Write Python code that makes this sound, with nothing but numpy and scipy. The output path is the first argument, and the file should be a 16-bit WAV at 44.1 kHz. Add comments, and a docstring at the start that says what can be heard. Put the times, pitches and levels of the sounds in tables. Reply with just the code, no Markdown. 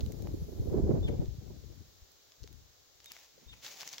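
"""Gust at the edge of a wood

Wind buffets the two ports of a hand-held stereo microphone, with a few hollow handling knocks,
then dies away into quiet outdoor hiss.
Dry twigs and leaves tick on the ground, then crack and crunch under one slow step close by.
Farther off, to the left, a small bird whistles three times and the trees echo it."""
import sys
import numpy as np
from scipy import signal
from scipy.fft import rfft, irfft, next_fast_len
from scipy.io import wavfile
from scipy.ndimage import map_coordinates

SR = 44100
rng = np.random.default_rng(int(sys.argv[2]) if len(sys.argv) > 2 else 0)


def digitize_waveform(pressure):
    """Quantize a signal to 16-bit integers and store it at the path in sys.argv[1].

    Rows of a 2-D input are taken as channels; values are limited to [-1, 1].
    """
    field = np.atleast_2d(pressure).T
    bounded = np.clip(field, -1, 1)
    quanta = np.round(bounded * 32767).astype(np.int16)
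    wavfile.write(sys.argv[1], SR, quanta)


N = 4 * SR


def amp(db):
    """Decibels to gain."""
    return 10 ** (np.asarray(db) / 20)


def unit(x):
    """Scaled to rms 1."""
    return x / np.sqrt(np.mean(x ** 2) + 1e-20)


def along(points, hz):
    """Read (f/Hz, value) points on a log frequency axis."""
    f, values = np.transpose(points)
    return np.interp(np.log(hz + 1), np.log(f + 1), values)


def curves(rows):
    """One value per sample for each column after the time."""
    times, *columns = np.transpose(rows)
    return [np.interp(np.arange(N) / SR, times, column) for column in columns]


def wobble(rate):
    """A smooth random curve for each port, rate knots a second."""
    knots = rng.standard_normal((2, 1000))
    return np.array([map_coordinates(k, [np.arange(N) * rate / SR], mode="mirror") for k in knots])


def filtered(x, response):
    """x through a frequency response."""
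    n = x.shape[-1]
    padded = next_fast_len(n + 2048)
    return irfft(rfft(x, padded) * response(np.fft.rfftfreq(padded, 1 / SR)), padded)[..., :n]


def coloured(x, spectrum):
    """x shaped by a spectrum, rms 1."""
    return unit(filtered(x, lambda hz: amp(along(spectrum, hz))))


def noise(spectrum, n=N):
    """Unrelated noise in the two ports, rms 1."""
    return coloured(rng.standard_normal((2, n)), spectrum)


def pan(db):
    """Left and right gains, db apart, of mean power 1."""
    gains = amp([db / 2, -db / 2])
    return gains / np.sqrt(np.mean(gains ** 2, axis=0))


def add(out, start_s, x):
    """Mix x into out at start_s."""
    i = max(round(start_s * SR), 0)
    part = out[..., i:i + x.shape[-1]]
    part += x[..., :part.shape[-1]]


def swell(t, rise_s):
    """Rises to 1 at rise_s and dies away."""
    return t / rise_s * np.exp(1 - t / rise_s)


# Colour of the open air: f/Hz, relative level/dB
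AIR_SPECTRUM = [(30, -2.5), (80, 0.5), (170, -10), (420, 3), (650, 0), (900, -3), (1400, -4), (2600, -6),
                (3800, 0.5), (6500, 0.5), (7300, -2), (8700, -21.5), (11000, -13), (13000, -14),
                (15500, -6)]
# Its lean across the microphone: f/Hz, left minus right/dB
AIR_PAN = [(400, 1.5), (1500, 1), (2600, 2), (4000, 0.5), (6500, 3.5), (9000, -2.5), (15000, -9.5)]
# Its slow fall: t/s, level/dB
AIR_LEVEL = [(0, -60.5), (2.9, -63.5)]


def air():
    """Quiet outdoor hiss all around the microphone."""
    level_db, = curves(AIR_LEVEL)
    return amp(level_db) * filtered(noise(AIR_SPECTRUM), lambda hz: pan(along(AIR_PAN, hz)))


# Top hiss at the right port: t/s, level/dB, power share of the wide band/0-1
SIZZLE_LEVEL = [(0, -61.5, 0.6), (.65, -61, 1), (.85, -64.5, 0.24), (2.5, -67, 0), (2.9, -68.5, 0)]
# Its wide band: f/Hz, relative level/dB
SIZZLE_WIDE = [(8000, -27.5), (10000, -18), (11500, -11), (15500, -9)]
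# Its narrow band: f/Hz, relative level/dB
SIZZLE_NARROW = [(9000, -52), (12500, -37.5), (14000, 0), (15500, 0)]


def sizzle(left_db=-9):
    """A thin hiss at the very top, mostly on the right, that narrows as it fades."""
    level_db, wide = curves(SIZZLE_LEVEL)
    hiss = np.sqrt(wide) * noise(SIZZLE_WIDE) + np.sqrt(1 - wide) * noise(SIZZLE_NARROW)
    return amp(level_db) * hiss * amp([[left_db], [0]])


# Calls from the edge of the wood: t/s, level/dB, held pitch f/Hz
CALLS = [(1.026, -48, 3550), (3.052, -53.5, 3705), (3.476, -52.5, 3660)]
# Course of one call: t/s from its start, ratio to the held pitch, added level/dB
CALL_SHAPE = [(0, .98, -10), (0.022, 1, 2), (0.044, .98, -5.5), (.056, 0.74, 2.5), (0.068, 0.595, 1)]


def bird(rasp=2):
    """A thin whistle holds, then flicks down; the further it drops, the more its pitch scatters."""
    age, ratio, shape_db = np.transpose(CALL_SHAPE)
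    out, t = np.zeros(N), np.arange(int(age[-1] * SR)) / SR
    glide = np.interp(t, age, ratio)
    envelope = amp(np.interp(t, age, shape_db)) * signal.windows.tukey(len(t), 0.1)
    for start_s, db, held_hz in CALLS:
        pitch_hz = held_hz * (glide + rasp * (1 - glide) * rng.standard_normal(len(t)))
        add(out, start_s, amp(db) * envelope * np.sin(2 * np.pi * np.cumsum(pitch_hz) / SR))
    return out


def from_trees(call, lag_s=0.00018, lean_db=3, echo_t60_s=0.7, echo_db=-11):
    """A call from the left reaches the right port later and softer; the trees add a diffuse echo."""
    at_ports = filtered(call, lambda hz: np.exp(-2j * np.pi * hz * np.array([[0], [lag_s]])))
    direct = at_ports * pan(lean_db)[:, None]
    t = np.arange(SR // 2) / SR
    tail = rng.standard_normal((2, len(t))) * amp(-60 * t / echo_t60_s)
    echo = signal.fftconvolve(call[None], tail / np.linalg.norm(tail[0]), axes=1)[:, :N]
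    return direct + amp(echo_db) * echo


# Colour of dry leaves and twigs at close range: f/Hz, relative level/dB
LITTER_SPECTRUM = [(100, -49.5), (350, -9.5), (800, -1), (1300, -6.5), (2200, 0.5), (4000, 0), (6400, 3),
                   (7300, -2.5), (8800, -19.5), (11000, -10), (13500, -10), (15500, -2)]
# Weight of the step on the litter: t/s, relative level/dB
STEP_WEIGHT = [(2.98, -74.5), (3.13, -59), (3.23, -58.5), (3.32, -71.5), (3.615, -64), (3.636, -49.5),
               (3.665, -45.5), (3.7, -53), (3.716, -48), (3.76, -55.5), (3.82, -45.5), (3.84, -54.5),
               (3.875, -50), (3.905, -55), (3.93, -47.5), (3.97, -55), (4, -55)]


def crunch(cracks_per_s=6000, spread_db=6.5, clumps_db=1, crackle_db=0.5, swish_db=-7):
    """Under a foot close by, dry litter gives way in clumps of tiny cracks over a soft swish."""
    weight_db, = curves(STEP_WEIGHT)
    pressed = np.arange(N) / SR > STEP_WEIGHT[0][0]
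    cracks = (rng.random((2, N)) < cracks_per_s / SR) * np.sign(rng.standard_normal((2, N)))
    sizes = amp(spread_db * np.clip(rng.standard_normal((2, N)), -2, 2))
    clumps = amp(clumps_db * wobble(rate=110)[0])
    crackle = amp(crackle_db) * coloured(cracks * sizes * clumps, LITTER_SPECTRUM)
    swish = amp(swish_db) * noise(LITTER_SPECTRUM)
    return pressed * amp(weight_db) * (crackle + swish)


def twig_response(hz, ring_hz, q=2.4, body_ratio=0.34, body_min_hz=666, body_db=-6.5):
    """A twig resonates in a high ring and a weaker, low woody mode, both coloured like the litter."""
    body_hz = max(body_ratio * ring_hz, body_min_hz)
    ring, body = (1 / abs(1 + 1j * q * (hz / f - f / (hz + 1))) for f in (ring_hz, body_hz))
    return amp(along(LITTER_SPECTRUM, hz)) * (ring + amp(body_db) * body)


# Twigs breaking near the microphone: t/s, relative level/dB, ring f/Hz, added splinter level/dB
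TWIG_SNAPS = [(.0069, -32, 3600, -24), (0.0614, -38.5, 3970, -13.5), (0.1208, -42, 6910, -3.5),
              (0.222, -45, 4960, -3), (0.2712, -36, 910, -31), (1.2572, -46.5, 3980, -26.5),
              (2.1185, -51, 4500, -6.5), (2.3198, -44, 3270, -33), (2.4325, -43.5, 4900, -17.5),
              (2.438, -40.5, 4430, -35), (2.4748, -41, 4060, -22), (2.5276, -48.5, 4910, -6.5),
              (3.0023, -44.5, 4100, -22), (3.0432, -39.5, 5900, -15.5), (3.0585, -37.5, 4530, -10),
              (3.1184, -37, 4570, -4.5), (3.1653, -38, 1600, -26), (3.647, -33, 4570, -30.5),
              (3.6627, -28.5, 4250, -40), (3.6798, -35, 2800, -26.5), (3.8082, -28.5, 4810, -32),
              (3.8159, -30, 4800, -34), (3.8307, -31, 1480, -33), (3.665, -31, 4000, -30.5),
              (3.8757, -26.5, 6350, -22), (3.8893, -34, 6120, -26.5), (3.9289, -33, 5640, -34),
              (3.9354, -34, 4150, -36), (3.9419, -36, 4470, -29.5), (3.9815, -26.5, 3300, -34.5)]
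# Colour of the splinters: f/Hz, relative level/dB
SPLINTER_SPECTRUM = [(5000, -30), (7000, 2), (9000, -5), (11000, -2), (13000, 1), (15500, 7)]


def snaps(rise_s=0.00085, ring_db=-8.5, spray_db=4.5, crumble_s=0.0031, crumble_db=-17.5):
    """Each fracture rings the wood and sprays bright splinters; fibres tear on briefly after it."""
    out, t = np.zeros((2, N)), np.arange(SR // 64) / SR
    fracture = swell(t, rise_s) ** 2 + amp(crumble_db) * swell(t, crumble_s)
    for start_s, db, ring_hz, splinter_db in TWIG_SNAPS:
        burst = rng.standard_normal((2, len(t)))
        ring = amp(ring_db) * unit(filtered(burst, lambda hz: twig_response(hz, ring_hz)))
        spray = amp(spray_db + splinter_db) * noise(SPLINTER_SPECTRUM, len(t))
        add(out, start_s, amp(db) * fracture * (ring + spray))
    return out


# How alike the two ports hear the ground: f/Hz, correlation
GROUND_LIKENESS = [(300, 1), (3000, 0.54), (7000, 0.56), (11000, -0.18)]
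# Its lean across the microphone: f/Hz, left minus right/dB
GROUND_PAN = [(300, 1.5), (3000, 2.5), (7000, 2), (10000, 3), (12500, -5.5), (15500, -1)]


def from_ground(pair):
    """Two unrelated signals become one source underfoot, a little to the left and wider in the treble."""
    def mid_side_gains(hz):
        angle = np.arccos(along(GROUND_LIKENESS, hz)) / 2
        return np.array([np.cos(angle), np.sin(angle)])

    mid, side = filtered(pair, mid_side_gains)
    return filtered(np.array([mid + side, mid - side]), lambda hz: pan(along(GROUND_PAN, hz)))


# Wind on the left port: t/s, relative level/dB
BUFFET_LEFT = [(0.0, -39), (0.45, -38), (0.52, -62), (0.6, -35.5), (0.7, -52), (0.9, -28), (1.1, -33),
               (1.26, -39.5), (1.78, -51.5), (1.9, -58), (2.22, -73), (2.37, -79.5), (2.43, -46),
               (2.8, -67.5), (3.41, -80.5), (3.48, -51.5), (3.59, -62), (3.66, -84)]
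# Wind on the right port: t/s, relative level/dB
BUFFET_RIGHT = [(0.0, -42), (0.06, -37), (0.14, -69), (0.28, -45.5), (0.65, -38), (0.95, -20), (1.12, -34),
                (1.33, -61), (1.76, -55), (1.96, -73), (2.55, -98.5), (2.62, -52), (2.75, -98), (3.1, -69),
                (3.42, -89), (3.57, -59), (3.68, -82)]
# Colour of the buffeting: f/Hz, relative level/dB
RUMBLE_SPECTRUM = [(15, -33), (28, -13), (40, -4), (60, 0.5), (85, 0), (120, -7), (170, -16), (300, -21),
                   (700, -75.5), (2000, -110)]


def wind_rumble(lumps_db=3, ceiling_db=-31.5, trim_db=-0.5):
    """Wind buffets each port separately with a low, lumpy rumble that levels off in the hardest gusts."""
    buffet_db = np.vstack([curves(BUFFET_LEFT), curves(BUFFET_RIGHT)])
    rumble = unit(noise(RUMBLE_SPECTRUM) * amp(lumps_db * wobble(rate=25.95)))
    return amp(np.minimum(buffet_db, ceiling_db) + trim_db) * rumble


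# Ragged wind flutter, then a soft handling scuff near 3.4 s: t/s, relative level/dB
FLUTTER_SCUFF_LEVEL = [(0, -47), (.3, -46), (.45, -49.5), (.66, -44.5), (.75, -29.5), (.865, -40.5),
                       (.895, -27), (1.02, -41), (1.11, -38.5), (1.23, -39.5), (1.32, -59.5), (1.5, -54),
                       (1.9, -73), (2.35, -92), (2.45, -62.5), (2.8, -89.5), (3.27, -88.5), (3.38, -71),
                       (3.5, -72)]
# Colour of both: f/Hz, relative level/dB
FLUTTER_SCUFF_SPECTRUM = [(70, -36.5), (120, 5), (160, 4), (240, -0.5), (400, 0.5), (480, -4.5),
                          (620, -11.5), (900, -23.5), (1400, -36.5), (2500, -48), (6000, -100)]


def flutter_and_scuff(lumps_db=5, trim_db=2.5):
    """Wind tears raggedly at the ports, above the rumble; later a hand softly scuffs the microphone."""
    level_db, = curves(FLUTTER_SCUFF_LEVEL)
    ragged = unit(noise(FLUTTER_SCUFF_SPECTRUM) * amp(lumps_db * wobble(rate=70)))
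    return amp(level_db + trim_db) * ragged


# Low wind thumps and hollow handling knocks (near 400 Hz) on the microphone:
# t/s, relative level/dB, ring f/Hz, left minus right/dB
THUMPS_AND_KNOCKS = [(.027, -26.5, 73, -2), (0.339, -29, 360, -7), (.416, -32.5, 112, -1),
                     (0.595, -23.5, 118, 1), (.671, -31, 434, -2), (0.679, -25.5, 79, -25),
                     (.741, -24, 392, 5), (.796, -26.5, 347, 0), (0.834, -26, 128, 6), (0.891, -22, 390, 4),
                     (.935, -19.5, 136, 1), (1.045, -23.5, 75, 3), (1.192, -21.5, 113, 5),
                     (1.278, -29, 91, 2), (1.381, -34, 97, -1), (2.017, -48.5, 59.7, 3),
                     (2.417, -37.5, 63.4, 36), (2.44, -47.5, 450, -20), (3.377, -54.5, 460, 4),
                     (3.458, -48.5, 66.6, 10)]


def thumps_and_knocks(rise_s=0.003, rise_cycles=0.42, waver=0.22, in_step_hz=111, trim_db=1):
    """Wind thumps and handling knocks ring briefly; the knocks reach both ports more alike."""
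    out, t = np.zeros((2, N)), np.arange(SR // 10) / SR
    for start_s, db, hz, lean_db in THUMPS_AND_KNOCKS:
        apart = min(1, in_step_hz / hz)
        port_hz = hz * np.exp(waver * apart * rng.standard_normal((2, 1)))
        cycles = port_hz * t + apart * rng.random((2, 1))
        ring = swell(t, rise_s + rise_cycles / hz) ** 2 * np.sin(2 * np.pi * cycles)
        add(out, start_s, amp(db + trim_db) * pan(lean_db)[:, None] * ring)
    return out


def scene():
    """Wind and handling right on the microphone, litter underfoot, bird and open air beyond."""
    on_microphone = wind_rumble() + flutter_and_scuff() + thumps_and_knocks()
    litter = from_ground(snaps() + crunch())
    return on_microphone + litter + from_trees(bird()) + air() + sizzle()


def record(dry):
    """The hand-held recorder keeps nothing above 15.9 kHz."""
    return filtered(dry, lambda hz: hz < 15900)


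dry = scene()
out = record(dry)
digitize_waveform(out)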